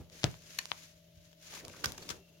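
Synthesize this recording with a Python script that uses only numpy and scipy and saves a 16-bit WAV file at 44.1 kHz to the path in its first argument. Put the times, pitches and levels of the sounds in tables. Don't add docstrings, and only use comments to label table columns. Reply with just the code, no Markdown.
import sys
import numpy as np
from scipy import signal
from scipy.fft import rfft, irfft
from scipy.io import wavfile

SR = 44100
rng = np.random.default_rng(int(sys.argv[2]) if len(sys.argv) > 2 else 0)


def digitize_waveform(pressure):
    field = np.atleast_2d(pressure).T
    bounded = np.clip(field, -1, 1)
    quanta = np.round(bounded * 32767).astype(np.int16)
    wavfile.write(sys.argv[1], SR, quanta)


N = 105840
T = np.arange(N) / SR
HZ = np.fft.rfftfreq(2 * N, 1 / SR)


def strap_ticks(size=2048):
    # start_s, level_db, cutoff_hz, pan_db
    contacts = [(0.0996, -27, 7900, 3.5), (0.2336, -5, 6440, 3.5), (0.242, -0.5, 6960, 23.5),
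                (.3138, -25.5, 12000, 6), (.342, -18, 3750, 9), (.656, -12, 9600, -6.5),
                (0.7173, -2.5, 4070, 23.5), (1.682, -20.5, 12900, 11.5), (1.9211, -16, 14900, 9)]
    # frequency_hz, level_db
    spectrum = [(40, -32), (350, -13), (950, -2.5), (1800, -6), (3600, -0.5), (16000, -5.5)]
    ring_share, ripple_db = 0.2606, 2
    rolloff_power, floor_db, far_delay_s = 7.5, -33.5, 0.00018
    out, hz = np.zeros((2, N)), np.fft.rfftfreq(size, 1 / SR)
    for start, db, cutoff_hz, pan_db in contacts:
        overtone = hz / (ring_share * cutoff_hz)
        ring_db = ripple_db * np.cos(2 * np.pi * overtone) * overtone * np.exp(1 - overtone)
        lowpass = 1 / (1 + (hz / cutoff_hz) ** rolloff_power) + amp(floor_db)
        click = minimum_phase(amp(curve_at(spectrum, hz) + ring_db) * lowpass)
        far_ear = int(pan_db > 0)
        for ear, channel in enumerate(np.eye(2)):
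            arrival = start + far_delay_s * (ear == far_ear)
            add(out, arrival, amp(db) * pan(pan_db) * channel[:, None] * click)
    return out


def camera_knocks():
    # start_s, level_db, contact_s
    knocks = [(.001, -20, 0.0033), (0.2413, -2.5, 0.0018), (0.2475, -4.5, 0.0028), (.718, -32.5, 0.0025),
              (1.166, -27, 0.0066), (1.679, -29, 0.0038), (1.86, -17, 0.0042), (1.875, -24.5, 0.0042),
              (2.108, -24.5, 0.0019)]
    # pitch_hz, level_db, t60_s
    modes = [(80, -24.5, 0.11), (110.6, -17, 0.03), (196, -31, 0.065), (336, -24, 0.037),
             (616, -11.5, 0.013)]
    out, t = np.zeros((2, N)), T[:SR // 3]
    ring = -sum(amp(db - 60 * t / t60) * np.cos(2 * np.pi * hz * t) for hz, db, t60 in modes)
    ring = signal.sosfilt(signal.butter(3, 52, "high", fs=SR, output="sos"), ring)
    for start, db, contact_s in knocks:
        push = np.sin(np.pi * np.minimum(t[:SR // 100] / contact_s, 1)) ** 2
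        add(out, start, amp(db) * pan(db=2.5) * signal.fftconvolve(ring, push / push.sum()))
    return out


def clasp_rattle():
    # start_s, level_db
    contacts = [(0.587251, -0.8), (0.588666, 5.5), (0.589058, 6)]
    # pitch_hz, level_db, pan_db
    modes = [(1026, -41, 10.5), (1810, -39.5, -16), (2500, -39.5, 4), (2950, -42, 9.5), (3854, -30.5, 9),
             (4350, -35.5, 16.5), (5860, -39.5, 19), (6849, -36.5, 16.5), (11740, -38, 17)]
    # frequency_hz, t60_s
    decay_times = [(1000, 0.025), (12000, 0.006)]
    out, t = np.zeros((2, N)), T[:SR // 10]
    ring = np.zeros((2, len(t)))
    for k, (hz, db, pan_db) in enumerate(modes):
        polarity = (-1) ** k
        decay = amp(db - 60 * t / curve_at(decay_times, hz))
        ring += polarity * pan(pan_db) * decay * np.cos(2 * np.pi * hz * t)
    for start, db in contacts:
        add(out, start, amp(db) * ring)
    return out


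def strap_shiver():
    # start_s, level_db, t60_s
    shiver = (0.2401, -34, 0.21)
    # frequency_hz, gain_db
    spectrum = [(25, -18), (90, 12.5), (1200, 3.5), (5000, -4), (9000, -17.5)]
    start, db, t60 = shiver
    decay = (T > start) * amp(db - 60 * np.maximum(T - start, 0) / t60)
    return decay * colour(stereo_noise(correlation=0.3), spectrum)


def paw_scuffs():
    # peak_s, rise_s, level_db, pan_db, ring_hz
    strokes = [(1.3305, 0.0011, -50, 8, 3300), (1.54, 0.0016, -36, -1, 3860), (1.555, 0.055, -50, 1, 2210),
               (1.651, 0.0012, -34, -3, 5800), (1.699, .001, -43.5, 5, 2330),
               (1.8452, 0.004, -21.5, -4, 1390), (1.8587, 0.0013, -20, 0.5, 5340),
               (1.872, 0.015, -47, -4, 2200), (1.981, 0.0028, -37.5, 0.5, 6380),
               (2.029, 0.0076, -44, -2, 4450), (2.0923, 0.0019, -29.5, 8, 5000),
               (2.105, 0.0052, -32, 9.5, 6340), (2.113, 0.011, -37, 2, 1440)]
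    # frequency_hz, gain_db
    spectrum = [(50, -18), (430, 3), (860, -4.5), (1350, 0.5), (1900, -1), (6600, -4), (8200, -10.5),
                (15000, -15)]
    fall_share, ring_q, ring_db = 0.97, 4.9, 3.5
    out = np.zeros((2, N))
    for peak, rise, db, pan_db, ring_hz in strokes:
        swell = np.exp(-((T - peak) / rise) ** 2)
        fall = np.exp(-abs(T - peak) / (fall_share * rise))
        force = np.where(T < peak, swell, fall) + 1e-12
        stroke = amp(db) * pan(pan_db) * force * friction(snaps_per_s=1900, spread_db=1, hiss_share=0.77)
        ring = signal.lfilter(*signal.iirpeak(ring_hz, ring_q, fs=SR), stroke)
        out += stroke + amp(ring_db) * ring
    return colour(out, spectrum)


def claw_plucks():
    # start_s, end_s, rate_per_s, level_db, low_hz, high_hz, decay_cycles
    plucking = (1.53, 2, 120, -45, 802, 3200, 1.3)
    start, end, rate, db, low_hz, high_hz, decay_cycles = plucking
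    out, t = np.zeros((2, N)), T[:SR // 50]
    for wait, size, pitch, side in rng.random((150, 4)):
        start -= np.log(1 - wait) / rate
        cycles = t * low_hz * (high_hz / low_hz) ** pitch
        snap = np.sin(2 * np.pi * cycles) * np.minimum(cycles, 1) * np.exp(-cycles / decay_cycles)
        if start < end:
            add(out, start, amp(db + 10 * (size - 0.5)) * pan(20 * (side - 0.5)) * snap)
    return out


def fur_rub():
    # time_s, level_db
    envelope = [(0, -60), (.09, -71), (.13, -52.5), (.23, -48.5), (.4, -57), (.5, -49), (.86, -51.5),
                (.97, -63), (1.1, -69), (1.25, -59.5), (1.37, -68.5), (1.43, -52.5), (1.54, -43.5),
                (1.6, -44.5), (1.63, -56.5), (1.9, -45), (1.96, -54), (2.02, -50.5), (2.14, -51.5),
                (2.22, -66)]
    # frequency_hz, left_db, right_db
    spectrum = [(100, -3, -6.5), (510, -16, -5), (855, -5, -14.5), (1620, -5.5, 1), (2740, -1.5, 1),
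                (6840, 4, -6), (7980, -10.5, -10), (10700, -5.5, -14), (16000, -13, -21)]
    force = fluttering_gain(envelope, flutter_db=1.5, rate_hz=72)
    left, right = force * friction(snaps_per_s=3500, spread_db=3.3, hiss_share=0.75)
    return np.array([colour(left, [(hz, db) for hz, db, _ in spectrum]),
                     colour(right, [(hz, db) for hz, _, db in spectrum])])


def body_shuffle():
    # time_s, level_db
    envelope = [(0, -36), (.06, -49.5), (1.4, -66), (1.66, -39), (1.73, -44.5), (1.9, -33), (1.97, -44),
                (2.02, -38), (2.15, -41), (2.25, -54.5)]
    # frequency_hz, gain_db
    spectrum = [(25, -9), (70, -0.5), (180, 1), (560, -2), (850, -12.5), (5000, -34.5)]
    force = fluttering_gain(envelope, flutter_db=2, rate_hz=27)
    return colour(force * stereo_noise(correlation=0.8), spectrum)


def faint_tones():
    # peak_s, half_length_s, pitch_hz, width_hz, level_db
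    bands = [(2.19, .05, 392, 12, -57.5), (2.234, 0.4, 2720, 110, -75)]
    out = np.zeros(N)
    for peak, half_length, hz, width, db in bands:
        response = 1 / (1 + (2 * (HZ - hz) / width) ** 2)
        band = unit_rms(irfft(rfft(rng.standard_normal(2 * N)) * response)[:N])
        out += amp(db) * np.exp(-((T - peak) / half_length) ** 2) * band
    return out


def reverberation(x):
    # frequency_hz, level_db
    spectrum = [(700, -2.5), (5000, -10.5), (16000, -9)]
    # frequency_hz, t60_s
    decay_times = [(60, 0.33), (16000, 0.059)]
    hz, t, noise = signal.stft(rng.standard_normal((2, SR // 2)), SR, nperseg=256)
    t60 = curve_at(decay_times, hz)[:, None]
    decay = amp(curve_at(spectrum, hz)[:, None] - 60 * t / t60)
    energy_norm = np.sqrt(2 * np.log(1000) / (t60 * SR))
    tail = signal.istft(noise * decay * energy_norm, SR, nperseg=256)[1]
    tail *= np.minimum(T[:tail.shape[1]] / 0.0013, 1)
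    return signal.fftconvolve(x.mean(0)[None], tail, axes=1)[:, :N]


def room_air(mono_below_hz=450):
    # frequency_hz, level_db
    spectrum = [(30, -62.5), (80, -44.5), (130, -46.5), (230, -63), (310, -53.5), (430, -69.5), (620, -54),
                (800, -76), (1500, -83), (3000, -62.5), (6500, -72.5), (8200, -92), (11500, -70),
                (16000, -73)]
    left, independent = rfft(rng.standard_normal((2, 2 * N)))
    coherence = 1 / (1 + (HZ / mono_below_hz) ** 2)
    right = coherence * left + np.sqrt(1 - coherence ** 2) * independent
    return colour(irfft([left, right])[:, :N], spectrum) * pan(db=2.5)


def appliance_hum(wander_rad=0.64):
    # pitch_hz, level_db, pan_db
    partials = [(166.3, -63, 1.5), (594, -75.5, 18.5), (642, -73.5, 9.5)]
    return sum(pan(pan_db) * amp(db) * np.sin(2 * np.pi * hz * T + wander_rad * drift(rate_hz=6.7))
               for hz, db, pan_db in partials)


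def friction(snaps_per_s, spread_db, hiss_share):
    slips = rng.random(N) < snaps_per_s / SR
    sizes = amp(spread_db * np.minimum(rng.exponential(1, N), 4))
    snaps = unit_rms(slips * sizes * rng.standard_normal((2, N)))
    hiss = rng.standard_normal((2, N))
    return np.sqrt(1 - hiss_share) * snaps + np.sqrt(hiss_share) * hiss


def stereo_noise(correlation):
    left, independent = rng.standard_normal((2, N))
    return np.array([left, correlation * left + np.sqrt(1 - correlation ** 2) * independent])


def fluttering_gain(envelope, flutter_db, rate_hz):
    return amp(np.interp(T, *np.transpose(envelope)) + flutter_db * drift(rate_hz))


def drift(rate_hz):
    return unit_rms(irfft(rfft(rng.standard_normal(2 * N)) / (1 + (HZ / rate_hz) ** 2) ** 2)[:N])


def minimum_phase(gain, size=2048):
    cepstrum = irfft(np.log(gain + 1e-6))
    cepstrum[1:size // 2] *= 2
    cepstrum[size // 2 + 1:] = 0
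    return irfft(np.exp(rfft(cepstrum)))


def colour(x, points):
    return irfft(rfft(x, 2 * N) * amp(curve_at(points, HZ)))[..., :N]


def curve_at(points, hz):
    point_hz, value = np.transpose(points)
    return np.interp(np.log(hz + 1), np.log(point_hz + 1), value)


def amp(db):
    return 10 ** (np.asarray(db) / 20)


def unit_rms(x):
    return x / np.sqrt(np.mean(x ** 2) + 1e-20)


def pan(db):
    return amp([[db / 2], [-db / 2]])


def add(mix, start_s, sound):
    part = mix[:, max(round(start_s * SR), 0):][:, :sound.shape[1]]
    part += sound[:, :part.shape[1]]


def scene():
    send_db = dict(tick=-6, thump=-4.5, clasp=-0.5, scuff=0.5)
    contacts = dict(tick=strap_ticks(), thump=camera_knocks(), clasp=clasp_rattle(),
                    scuff=paw_scuffs() + claw_plucks())
    tail = reverberation(sum(amp(send_db[name]) * x for name, x in contacts.items()))
    rustle = strap_shiver() + fur_rub() + body_shuffle()
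    background = faint_tones() + room_air() + appliance_hum()
    return sum(contacts.values()) + tail + rustle + background


def record(dry, cutoff_hz=16100):
    lowpass = signal.firwin(401, cutoff_hz, window=("kaiser", 8), fs=SR)
    return signal.oaconvolve(dry, lowpass[None], "same")


dry = scene()
out = record(dry)
digitize_waveform(out)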